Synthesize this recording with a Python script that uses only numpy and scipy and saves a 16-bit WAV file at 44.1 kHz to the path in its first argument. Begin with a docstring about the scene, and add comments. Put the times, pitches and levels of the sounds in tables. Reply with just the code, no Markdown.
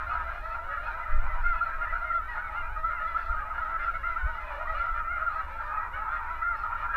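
"""A big flock of snow geese passes high over open country, all calling at once.
Each call is the buzz of a syrinx. Hundreds of far birds, low and high voiced, blur into a chorus;
the nearest cut through with thin yelps, short arched honks, hoarse cackles and harsh squawks,
echoing softly off the fields. Wind buffets the microphone, whose electronics hiss and whine
faintly."""
import sys
import numpy as np
from scipy import signal
from scipy.fft import rfft, irfft, next_fast_len
from scipy.io import wavfile
from scipy.ndimage import uniform_filter1d

SR = 44100
rng = np.random.default_rng(int(sys.argv[2]) if len(sys.argv) > 2 else 0)


def master(y):
    """Save y as 16-bit WAV."""
    cut = np.clip(np.atleast_2d(y).T, -1, 1)
    pcm = np.round(cut * 32767)  # scale
    wavfile.write(sys.argv[1], SR, pcm.astype(np.int16))


N = 306936


def from_db(db):
    """Decibels to gain."""
    return 10 ** (np.asarray(db) / 20)


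def rms_one(x):
    """Scale to rms 1."""
    return x / np.sqrt(np.mean(x ** 2) + 1e-20)


def fader(curve, trim_db):
    """Gain at every sample from (t/s, level/dB) breakpoints and a trim."""
    times, level_db = np.transpose(curve)
    return from_db(np.interp(np.arange(N) / SR, times, level_db) + trim_db)


def eq(x, curve):
    """Filter by (f/Hz, level/dB) points on a log axis, rolling off steeply past the last."""
    size = next_fast_len(N + SR // 10)
    bins = rfft(x, size)
    hz = np.arange(len(bins)) * SR / size
    point_hz, point_db = np.transpose(curve)
    gain = from_db(np.interp(np.log(np.maximum(hz, 1)), np.log(point_hz), point_db))
    rolloff = np.maximum(hz / point_hz[-1], 1) ** -6
    return irfft(bins * gain * rolloff, size)[:N]


def drift(rate):
    """Smooth random modulator of rms 1, changing about `rate` times a second."""
    pole = np.exp(-40 * np.pi * rate / SR)
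    noise = rng.standard_normal(N // 20 + 4002)  # one value per 20 samples
    slow = signal.lfilter([1], [1, -2 * pole, pole * pole], noise)[4000:]
    return np.interp(np.arange(N) / 20, np.arange(len(slow)), rms_one(slow))


def levelled(x, window_s):
    """Hold a sound near rms 1 over the window, keeping its faster flutter."""
    size = max(int(window_s * SR), 2)
    power = uniform_filter1d(uniform_filter1d(x * x, size), size)
    return x / np.sqrt(np.abs(power) + 1e-12)


def arch(start, length, scoop, droop, swell, crest):
    """One call's sample indices, pitch bend (scoops up, then droops) and swelling envelope."""
    first, count = int(start * SR), max(int(length * SR), 2)
    at = np.arange(max(first, 0), min(first + count, N))
    progress = (at - first) / count
    bend = 1 - np.where(progress < .5, scoop, droop) * (2 * progress - 1) ** 2
    effort = np.interp(progress, [0, np.clip(crest, .22, .85), 1], [0, .5, 1])
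    return at, bend, np.abs(np.sin(np.pi * effort)) ** swell


def syrinx_crowd(count, pitch_hz, spread_octaves, length_s, bend_share, spread_db, jitter):
    """Pulse trains of many buzzing syrinxes, each call with its own pitch, arch and distance."""
    out, waver = np.zeros(N), 1 + jitter * drift(110)
    for when, scoop, droop, stretch, voice, nearness in rng.random((count, 6)):
        start = when * (N / SR + length_s) - length_s
        at, bend, envelope = arch(start, length_s * (.5 + stretch), 2 * bend_share * scoop,
                                  2 * bend_share * droop, swell=1, crest=.35)
        hz = pitch_hz * 2 ** (spread_octaves * (2 * voice - 1))
        own_waver = waver[at - int(nearness * N)]
        half_phase = np.pi * (np.cumsum(hz * bend * own_waver) / SR + scoop)
        harmonics = int(6500 / hz)
        pulses = np.sin((2 * harmonics + 1) * half_phase) / (np.sin(half_phase) + 1e-12) - 1
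        out[at] += from_db(spread_db * nearness ** 2) * envelope * pulses  # few birds are close
    return rms_one(out)


# Tone colour of the distant flock, one EQ per chorus band: f/Hz, level/dB
FUNDAMENTAL_EQ = [(300, -36), (470, -10.5), (560, -11.5), (640, 0), (720, -7), (800, -28.5), (950, -35)]
LOW_VOICES_EQ = [(600, -34.5), (770, -8.5), (850, 1.5), (960, 3.5), (1080, -3), (1270, 6), (1450, -1),
                 (1900, -14.5), (2400, -15.5), (3200, -45.5)]
HIGH_VOICES_EQ = [(500, -41.5), (1100, -30), (1250, 0), (1380, 7), (1480, -6.5), (1600, -12), (1750, -20),
                  (2100, -36), (3000, -60)]
OVERTONE_EQ = [(1450, -36), (1750, -9.5), (1870, 0), (2020, -0.5), (2220, -14), (2400, -6.5), (2650, -25.5),
               (2860, -12), (3100, -42.5), (5000, -70)]
SHRILL_EQ = [(2400, -32), (3000, 1.5), (3200, -7.5), (3420, -3.5), (3650, -4), (4000, -3), (4500, -14),
             (5200, -15.5), (7000, -21.5)]
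# Fader rides of the same five bands, before trim: t/s, level/dB
FUNDAMENTAL_RIDE = [(0.0, -57), (0.08, -46.5), (0.13, -46.5), (1.72, -52), (2.19, -46), (2.23, -59.5),
                    (2.79, -50), (4.25, -52.5), (4.3, -48), (4.32, -58), (4.57, -42), (4.73, -44),
                    (5.06, -56), (5.23, -45), (5.27, -52), (6.11, -54.5), (6.57, -58), (6.96, -56.5)]
LOW_RIDE = [(0, -42), (.09, -49), (.35, -50), (.68, -49), (.82, -60), (.88, -44.5), (1.08, -47.5),
            (1.13, -57), (1.3, -46.5), (1.479, -61), (1.6, -50.5), (2.0, -47.5), (2.14, -57), (2.45, -49),
            (2.7, -48.5), (3.05, -51), (3.6, -47.5), (3.95, -56), (4.15, -48), (4.7, -47.5), (4.83, -49),
            (5.0, -48), (5.13, -53), (5.3, -46.5), (5.52, -47), (5.9, -45.5), (6.3, -44.5), (6.47, -49),
            (6.6, -46), (6.96, -49)]
HIGH_RIDE = [(0, -34.5), (.2, -36.5), (.32, -39.5), (.55, -35.5), (.63, -43.5), (.74, -29.5), (.82, -38),
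             (.93, -37.5), (1.2, -38), (1.299, -46), (1.4, -31.5), (1.72, -36.5), (1.79, -36.5),
             (1.97, -30.5), (2.02, -32), (2.22, -43), (2.451, -35), (2.51, -40), (2.6, -48), (2.65, -38),
             (2.8, -36), (2.98, -33), (3.12, -35), (3.4, -35), (3.48, -42.5), (3.65, -32), (3.96, -35.5),
             (4.02, -33.5), (4.24, -33), (4.33, -41), (4.411, -37), (4.47, -46), (4.63, -35.5),
             (4.82, -32.5), (4.99, -29.5), (5.06, -37.5), (5.22, -36), (5.4, -34), (5.45, -44), (5.54, -50),
             (5.62, -36.5), (5.83, -32), (5.89, -48), (5.98, -35.5), (6.1, -33), (6.2, -35), (6.3, -35.5),
             (6.39, -37), (6.52, -33.5), (6.739, -32), (6.8, -40.5), (6.96, -24.5)]
OVERTONE_RIDE = [(0.0, -49), (0.35, -48.5), (0.73, -53), (0.91, -50), (2.02, -48.5), (2.13, -49),
                 (2.25, -51.5), (2.52, -49.5), (2.66, -49), (2.87, -51), (3.04, -47.5), (3.16, -49),
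                 (3.37, -52.5), (3.59, -51), (3.76, -46.5), (3.99, -49.5), (4.19, -49.5), (4.48, -48.5),
                 (4.81, -43.5), (4.98, -47.5), (5.43, -50), (5.68, -53.5), (6.45, -47), (6.65, -54.5),
                 (6.78, -46.5), (6.96, -49)]
SHRILL_RIDE = [(0.04, -60), (0.76, -63), (0.942, -59), (0.96, -63), (1.588, -64), (2.52, -64),
               (2.58, -60.5), (2.66, -67.5), (3.21, -59), (3.48, -70), (3.56, -62.5), (4.97, -59.5),
               (5.051, -70), (5.28, -63), (5.9, -64.5), (5.939, -67), (6.04, -65), (6.9, -62)]


def distant_chorus():
    """The bed: low calls, and high calls from fundamental to shrill top, each band on its own fader."""
    def band(calls, colour, wash, window_s):
        """Separate calls over the noise wash of the farthest birds, in one tone colour."""
        return levelled(eq(calls + wash * rng.standard_normal(N), colour), window_s)

    low = syrinx_crowd(count=280, pitch_hz=403.5, spread_octaves=.42, length_s=.11,
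                       bend_share=.072, spread_db=14, jitter=.013)
    high = syrinx_crowd(count=420, pitch_hz=708, spread_octaves=.38, length_s=.09,
                        bend_share=.08074, spread_db=6.5, jitter=.0062)
    return (fader(FUNDAMENTAL_RIDE, trim_db=-2) * band(high, FUNDAMENTAL_EQ, wash=.6, window_s=.092)
            + fader(LOW_RIDE, trim_db=5) * band(low, LOW_VOICES_EQ, wash=.6, window_s=.1)
            + fader(HIGH_RIDE, trim_db=-3) * band(high, HIGH_VOICES_EQ, wash=.35, window_s=.093)
            + fader(OVERTONE_RIDE, trim_db=-2.5) * band(high, OVERTONE_EQ, wash=.35, window_s=.09)
            + fader(SHRILL_RIDE, trim_db=-7) * band(high, SHRILL_EQ, wash=1, window_s=.42))


# Spectra of small eddies (rumble) and big, slow ones (buffet): f/Hz, relative level/dB
RUMBLE_EQ = [(15, -8), (45, 3.5), (68, -1), (80, -9), (115, -17), (160, -34), (300, -39.5)]
BUFFET_EQ = [(8, -3), (18, 10), (30, -3), (48, -16), (70, -31), (150, -56)]
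# Gusts over the steady breeze: t/s, hold/s, big-eddy level/dB, small-eddy level/dB
GUSTS = [(0.064, 0.2, -1.5, 5), (1.117, 0.13, 22.5, 9), (1.349, 0.064, 18, 2), (1.46, 0.046, 18, 2.5),
         (1.75, 0.037, 9.5, -5), (1.926, .03, 9.5, 0.5), (2.61, 0.23, 6, 3), (3.309, 0.011, 14, 9.5),
         (3.81, 0.43, 3.5, 1.5), (4.237, 0.017, 13, 13.5), (4.684, 0.29, 7, 2.5)]


def wind():
    """Eddies rumble on the microphone port; in strong gusts the big, slow ones tend to grow most."""
    attack_s, release_s = .038, .092
    t = np.arange(N) / SR
    big_db, small_db = np.zeros(N), np.zeros(N)
    for start, hold, big_peak_db, small_peak_db in GUSTS:
        envelope = np.interp(t - start, [-attack_s, 0, hold, hold + release_s], [0, 1, 1, 0])
        big_db = np.maximum(big_db, big_peak_db * envelope)
        small_db = np.maximum(small_db, small_peak_db * envelope)
    rumble = levelled(eq(rng.standard_normal(N), RUMBLE_EQ), window_s=.31)
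    buffet = levelled(eq(rng.standard_normal(N), BUFFET_EQ), window_s=.08)
    return from_db(small_db - 45) * rumble + from_db(big_db - 41) * buffet


# Noise floor of open air and microphone: f/Hz, level/dB per Hz
HISS_EQ = [(60, -84.5), (200, -88), (290, -91.5), (360, -88), (470, -92.5), (1500, -100), (4000, -112),
           (7000, -116), (8700, -113), (10800, -121), (11400, -115), (12300, -113), (13700, -125),
           (15000, -122)]
# Tones of the electronics: f/Hz, rms level/dB
WHINE_TONES = [(12258, -84), (12288, -84.5), (11400, -101), (5660, -97)]


def hiss_and_whine():
    """Open air and microphone hiss, with the thin wavering whine of the electronics."""
    out = eq(rng.standard_normal(N), HISS_EQ) * np.sqrt(SR / 2)
    for hz, level_db in WHINE_TONES:
        phase = 2 * np.pi * np.cumsum(hz + 4 * drift(13)) / SR
        out += from_db(level_db) * np.sqrt(2) * np.sin(phase)
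    return out


# Thin, shrill yelps: t/s, length/s, top f/Hz, arch/share of pitch,
# then relative level/dB of the body (harmonics 1-4), of harmonic 5 and of harmonic 6
YELPS = [(0.06, 0.125, 850, 0.12, -51.5, -64, -74), (0.411, 0.18, 867, 0.09, -53, -66, -77),
         (0.794, 0.15, 838, 0.14, -46.5, -62.5, -77), (1.393, 0.13, 864, 0.13, -53, -69, -75),
         (1.53, 0.087, 858, 0.042, -43.5, -67.0, -83.0), (1.599, 0.11, 842.0, 0.11, -53, -61.0, -78.5),
         (1.906, 0.14, 846, 0.14, -62, -72, -83.5), (2.266, 0.12, 841, 0.11, -50.5, -62, -78.5),
         (3.15, 0.15, 876, 0.09, -55, -67.5, -83.0), (3.16, 0.22, 797, 0.094, -60, -75, -72.5),
         (3.781, 0.14, 864, 0.17, -49, -74.5, -74), (4.43, 0.081, 844, 0.084, -47.5, -81, -86),
         (4.696, 0.19, 849, 0.09, -55, -68, -79), (5.279, 0.15, 857, 0.15, -52.5, -64.5, -79.0),
         (5.602, 0.088, 805, 0.13, -63, -71.0, -70), (6.537, 0.117, 871.0, 0.12, -56, -63.5, -71)]
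# Harmonics 1-4 against the yelp's body: level/dB
YELP_BODY_DB = [-2, 1, -1, -16]


def yelps():
    """High voices: low harmonics sound near the top of the pitch arch, shrill ones trace all of it."""
    out, waver = np.zeros(N), 1 + .008 * drift(30)
    flutter_db = np.array([4 * drift(50) for _ in range(6)])
    grit = np.array([.12 * drift(160) for _ in range(6)])  # uneven cycles smear the top most
    harmonic = np.arange(1, 7)[:, None]
    swell = np.where(harmonic <= 4, .9, .5)
    for start, length, top_hz, arch_share, body_db, fifth_db, sixth_db in YELPS:
        at, bend, envelope = arch(start, length, arch_share, arch_share, swell=.68, crest=.55)
        levels_db = np.array([*(body_db + np.array(YELP_BODY_DB)), fifth_db, sixth_db])[:, None]
        gains = from_db(levels_db + flutter_db[:, at]) * envelope ** swell
        phase = 2 * np.pi * np.cumsum(top_hz * bend * waver[at]) / SR
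        out[at] += np.sum(gains * np.sin(harmonic * (phase + grit[:, at])), axis=0)
    return out


# The nearest honks: t/s, length/s, top f/Hz, upward tilt of the arch/share of pitch,
# relative level/dB of harmonics 2, 3, 4 and 5, crest of the swell/share of length
HONKS = [(0.061, 0.077, 679.0, -0.1, -29.5, -49, -69, -80.0, 0.18),
         (0.105, 0.14, 654.6, -0.0019, -31, -57, -71, -80.0, 0.15),
         (0.26, 0.04, 699, 0.051, -32, -48.0, -70.0, -80.0, 0.15),
         (0.353, 0.047, 694.0, 0.083, -37.5, -54, -67, -80.0, 0.84),
         (0.51, 0.11, 696.0, 0.024, -33.5, -56, -69, -84, 0.15),
         (0.681, 0.119, 644.0, -0.05, -31.5, -41, -59, -76, 0.54),
         (0.852, 0.073, 702, 0.058, -30, -58.0, -58, -70, 0.17),
         (0.938, 0.045, 673, 0.04, -38, -50, -70.0, -81, 0.15),
         (0.99, 0.06, 670, 0.045, -50, -38, -70.0, -79.0, 0.85),
         (1.052, 0.031, 659, 0.057, -28, -45, -64, -79, 0.15),
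         (1.089, 0.094, 679, 0.076, -30.5, -41.5, -71, -78, 0.15),
         (1.261, 0.098, 672, -0.045, -35, -41, -69, -79, 0.42),
         (1.434, 0.13, 701, -0.077, -24.5, -38.5, -64, -63, 0.47),
         (1.603, 0.046, 696.0, 0.052, -22.0, -62, -76, -74, 0.15),
         (1.653, 0.033, 667, -0.0039, -30.5, -51.0, -71, -72, 0.26),
         (1.807, 0.057, 703, -0.043, -24.5, -42, -53.5, -66, 0.48),
         (1.866, 0.082, 657, -0.01, -42, -36.0, -55, -79, 0.53),
         (1.922, 0.068, 735, 0.076, -30.0, -60, -64, -82, 0.15),
         (2.027, 0.11, 702, -0.09, -30, -39, -62.0, -70, 0.91),
         (2.094, 0.13, 687.5, -0.065, -24, -51, -62, -81, 0.82),
         (2.124, 0.073, 687.0, 0.035, -36.5, -42, -70.0, -61, 0.15),
         (2.279, 0.081, 960, -0.078, -34.5, -57, -70.0, -77, 0.13),
         (2.37, 0.044, 722, 0.086, -28, -43.0, -58.0, -69, 0.15),
         (2.42, 0.093, 740, -0.09, -37.0, -41.5, -66.0, -71, 0.46),
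         (2.529, 0.11, 702, 0.039, -31.5, -41, -52, -70.0, 0.69),
         (2.64, 0.056, 690, -0.04, -39, -58.0, -63, -84, 0.15),
         (2.756, 0.027, 640, -0.02, -28.5, -47.5, -55, -80, 0.15),
         (2.831, 0.084, 676, 0.016, -24, -41.5, -71, -64.5, 0.4),
         (2.894, 0.114, 698.5, -0.1, -31, -39.5, -56.5, -81, 0.7),
         (2.979, 0.078, 708, -0.028, -33.5, -53, -59, -81, 0.15),
         (3.043, 0.091, 681, 0.048, -30, -38.5, -72, -60.0, 0.44),
         (3.144, 0.037, 666.4, 0.059, -21, -58.0, -66, -61.5, 0.8),
         (3.187, 0.069, 662, -0.07, -34.5, -44.5, -72, -70.5, 0.15),
         (3.287, 0.054, 696.0, 0.09, -26.0, -49, -63, -81, 0.84),
         (3.326, 0.13, 634, -0.079, -30, -50.0, -69, -74, 0.84),
         (3.502, 0.038, 638, -0.094, -28.5, -55, -70.0, -77.0, 0.85),
         (3.576, 0.032, 704.0, 0.083, -26.5, -51, -62, -67, 0.5),
         (3.612, 0.068, 659, -0.018, -31.5, -44, -65.0, -63, 0.15),
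         (3.739, 0.035, 669, 0.013, -22, -42.5, -70.0, -78, 0.84),
         (3.79, 0.09, 692.0, -0.08, -31, -40.5, -57, -65, 0.16),
         (3.864, 0.055, 689, -0.047, -24, -55, -66, -74.0, 0.29),
         (3.937, 0.05, 736.5, -0.032, -35, -41, -64.0, -73, 0.16),
         (4.028, 0.07, 697.6, 0.078, -28, -36.5, -53.5, -81, 0.15),
         (4.09, 0.074, 679, -0.061, -29.5, -36.0, -58, -79, 0.16),
         (4.157, 0.025, 677.4, 0.038, -24, -41, -56, -79, 0.85),
         (4.211, 0.13, 755, -0.047, -34.5, -46.5, -61, -78, 0.16),
         (4.347, 0.1, 685.0, 0.051, -34, -44, -65, -80.0, 0.96),
         (4.493, 0.052, 689.0, 0.018, -44.0, -52, -66, -65, 0.14),
         (4.661, 0.085, 651, -0.012, -43.5, -36, -68, -75, 0.26),
         (4.648, 0.136, 623, 0.038, -38.5, -56, -72, -66.5, 0.28),
         (4.742, 0.14, 691, 0.089, -28.0, -49, -60, -72, 0.32),
         (4.862, 0.182, 679.0, -0.02, -28, -46, -69.0, -69, 0.52),
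         (5.062, 0.14, 710, 0.03, -29, -40, -57.0, -83, 0.48),
         (5.172, 0.091, 704, 0.063, -30.5, -58.0, -66.0, -80.0, 0.85),
         (5.195, 0.046, 640, 0.016, -29.5, -55, -71, -80.0, 0.85),
         (5.256, 0.043, 692, -0.096, -23, -51, -60, -68, 0.85),
         (5.291, 0.041, 632, -0.031, -27.5, -50.5, -72, -70, 0.15),
         (5.351, 0.071, 650.0, 0.02, -31, -49, -67, -71.0, 0.73),
         (5.562, 0.079, 678.6, -0.041, -32.5, -56, -70.0, -70, 0.78),
         (5.7, 0.12, 623.6, -0.048, -35, -52, -50, -79, 1),
         (5.78, 0.092, 651, 0.01, -39.5, -38, -71, -80.0, 0.69),
         (5.924, 0.085, 754, 0.034, -35, -44.5, -56, -71, 0.15),
         (6.064, 0.13, 699, 0.053, -30, -46.5, -64, -64.0, 0.78),
         (6.146, 0.074, 635, 0.023, -33.5, -41, -59, -71, 0.15),
         (6.253, 0.037, 704, 0.093, -37.0, -47, -66, -87, 1),
         (6.414, 0.029, 666, 0.038, -23, -35.0, -60, -80.0, 0.24),
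         (6.428, 0.14, 696, -0.1, -24.5, -39, -67, -76, 1),
         (6.632, 0.042, 628, -0.072, -28, -64, -67, -70, 0.16),
         (6.714, 0.064, 681.4, 0.049, -27.0, -61, -72, -83, 0.15),
         (6.826, 0.053, 690, 0.046, -28, -47, -70.0, -84, 0.12),
         (6.9, 0.071, 673, -0.1, -28, -55, -68, -65, 0.76)]


def honks():
    """Almost clean stacks: harmonic 2, in the windpipe's resonance, speaks first; the rest swell in."""
    attack_s, hold_share, sag = .01, .77, .9
    usual_hz, usual_length_s = 685, .0797
    out, waver = np.zeros(N), 1 + .0055 * drift(65)
    flutter_db = [1.7 * drift(44) for _ in range(4)]  # turbulent air on the way down
    grit = [.13 * drift(110) for _ in range(4)]  # uneven syrinx cycles roughen the phase
    for start, length, top_hz, tilt, second_db, third_db, fourth_db, fifth_db, crest in HONKS:
        arch_share = .0725 * (length / usual_length_s) ** .4  # longer honks arch more
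        at, bend, swelling = arch(start, length, arch_share + tilt, arch_share - tilt,
                                  swell=.8, crest=crest)
        release_at_s = max(attack_s, hold_share * length)
        punchy = np.interp(at / SR - start, [0, attack_s, release_at_s, length], [0, 1, sag, 0])
        phase = 2 * np.pi * (np.cumsum(top_hz * bend * waver[at]) / SR + rng.random())
        # the weak fundamental grows as it nears the windpipe's resonance
        first_db = second_db - 25.5 + 44 * np.log2(top_hz / usual_hz)
        upper_db = fifth_db - 8.5 * np.arange(3)  # harmonics 5-7
        for k, level_db in enumerate([first_db, second_db, third_db, fourth_db, *upper_db]):
            hoarseness = max(k, .7) ** .9  # higher harmonics are rougher
            flutter_depth = min(k + 1, 4) / 2
            tone = np.sin((k + 1) * phase + hoarseness * grit[k % 4][at])
            envelope = punchy if k == 1 else swelling
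            out[at] += from_db(level_db + flutter_depth * flutter_db[k % 4][at]) * envelope * tone
    return out


def duck_under(key, depth_db, knee_db, window_s):
    """Sidechain gain that dips briefly while the key signal is loud."""
    power = np.abs(uniform_filter1d(key ** 2, int(window_s * SR)))
    return from_db(depth_db * power / (power + from_db(2 * knee_db)))


# Cackles of low birds, squawks of higher ones: t/s, length/s, top f/Hz, relative level/dB
CACKLES = [(0.093, .16, 490, -39), (0.538, 0.055, 475, -38), (0.935, 0.14, 465, -55),
           (1.22, .1, 480.7, -38), (1.331, 0.1, 482, -38), (1.527, 0.058, 508, -42.5),
           (2.341, 0.053, 438, -37.5), (2.522, 0.093, 414, -38), (3.135, 0.025, 488, -42.5),
           (3.213, 0.07, 472, -54), (3.3, .13, 437.4, -56), (3.497, 0.14, 471, -42),
           (3.675, 0.087, 462, -43), (4.415, 0.046, 488.4, -55), (4.487, 0.071, 488, -38.5),
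           (4.598, 0.055, 492.4, -40), (4.903, 0.059, 456, -47), (5.592, 0.048, 435.5, -44),
           (5.7, 0.095, 432, -35), (5.788, 0.094, 473, -41), (5.95, 0.05, 416, -41.5),
           (6.046, 0.073, 445, -35.5), (6.17, .15, 487.5, -41.5), (6.635, .045, 462, -40),
           (6.69, .085, 485.2, -36.5), (6.818, 0.083, 489, -36.5)]
SQUAWKS = [(.1, 0.17, 543, -38), (.275, 0.068, 551.5, -37.5), (.445, 0.062, 573, -43),
           (.71, 0.086, 564, -41), (.895, 0.11, 530, -44), (1.065, 0.07, 561, -40), (1.67, .1, 544, -36.5),
           (1.795, 0.11, 610, -38.5), (1.915, 0.093, 551, -42.5), (2.28, 0.099, 539, -42.5),
           (2.355, 0.076, 539, -38), (2.73, 0.06, 550, -49), (3.05, 0.13, 571, -46),
           (3.16, 0.072, 547, -36.5), (3.36, 0.087, 540, -37.5), (3.525, 0.1, 550, -36.5),
           (3.69, 0.2, 556, -38.5), (4.22, 0.11, 527, -46.5), (4.93, 0.12, 539, -44),
           (5.185, 0.091, 520, -39), (5.365, 0.053, 540, -36.5), (5.57, 0.093, 541, -38.5),
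           (5.94, 0.033, 511, -50), (6.025, 0.022, 539, -40), (6.125, 0.065, 559, -42),
           (6.875, 0.056, 520, -41)]
# Tone colour of the squawks: f/Hz, level/dB
SQUAWK_EQ = [(500, -22), (900, -12), (1150, -16), (1400, 8), (1620, -1), (1850, -5), (2150, -17),
             (2500, -21.5), (3100, -36.5), (4000, -33.5), (5000, -47)]


def hoarse_calls(calls, colour, bend_share, jitter, rasp, swell, breath, rattle):
    """An uneven, hissing syrinx buzz that rattles every few cycles, swelling with each call."""
    buzz, level = np.zeros(N), np.zeros(N)
    waver, grit = 1 + jitter * drift(120), 1 + rasp * drift(200)
    rattle_hz = 120 * (1 + .25 * drift(25))
    throb = 1 + rattle * np.sin(2 * np.pi * np.cumsum(rattle_hz) / SR)
    for start, length, top_hz, level_db in calls:
        at, bend, envelope = arch(start, length, bend_share, bend_share, swell, crest=.47)
        phase = 2 * np.pi * np.cumsum(top_hz * bend * waver[at]) / SR
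        buzz[at] += np.cos(np.arange(1, 7)[:, None] * phase).sum(axis=0)
        level[at] += from_db(level_db) * envelope
    voice = eq(grit * buzz + breath * rng.standard_normal(N), colour)
    return level * throb * levelled(voice, window_s=.0062)


# Reflections off the ground: delay/s, level/dB
ECHO_TAPS = [(0.01, -13.5), (0.031, -15), (0.073, -13.5)]


def ground_echoes(x):
    """The fields send back a few soft, dull copies of the calls."""
    dull = signal.sosfilt(signal.butter(1, 2500, fs=SR, output="sos"), x)
    n = np.arange(N)
    return sum(from_db(db) * np.interp(n - delay * SR, n, dull, left=0) for delay, db in ECHO_TAPS)


def scene():
    """Mono mix: near calls and their echoes over the chorus, wind and noise floor."""
    honking = from_db(-1.5) * honks()
    yelping = from_db(-3.5) * yelps()
    cackling = from_db(-.9) * hoarse_calls(CACKLES, LOW_VOICES_EQ, bend_share=.07, jitter=.018,
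                                           rasp=.5, swell=.6, breath=2.5, rattle=.55)
    squawking = from_db(-3) * hoarse_calls(SQUAWKS, SQUAWK_EQ, bend_share=.08, jitter=.02,
                                           rasp=.6, swell=.8, breath=3, rattle=.4)
    near = honking + yelping + cackling + squawking
    ducking = duck_under(honking, depth_db=-7.5, knee_db=-25, window_s=.051)
    far = from_db(.44) * distant_chorus() * ducking
    return (near + ground_echoes(near) + far + wind() + hiss_and_whine())[None]


def record(dry):
    """A steep high cut on the whole mix."""
    cutoff_hz = 15200
    return signal.sosfilt(signal.ellip(10, .1, 80, cutoff_hz, fs=SR, output="sos"), dry)


dry = scene()
out = record(dry)
master(out)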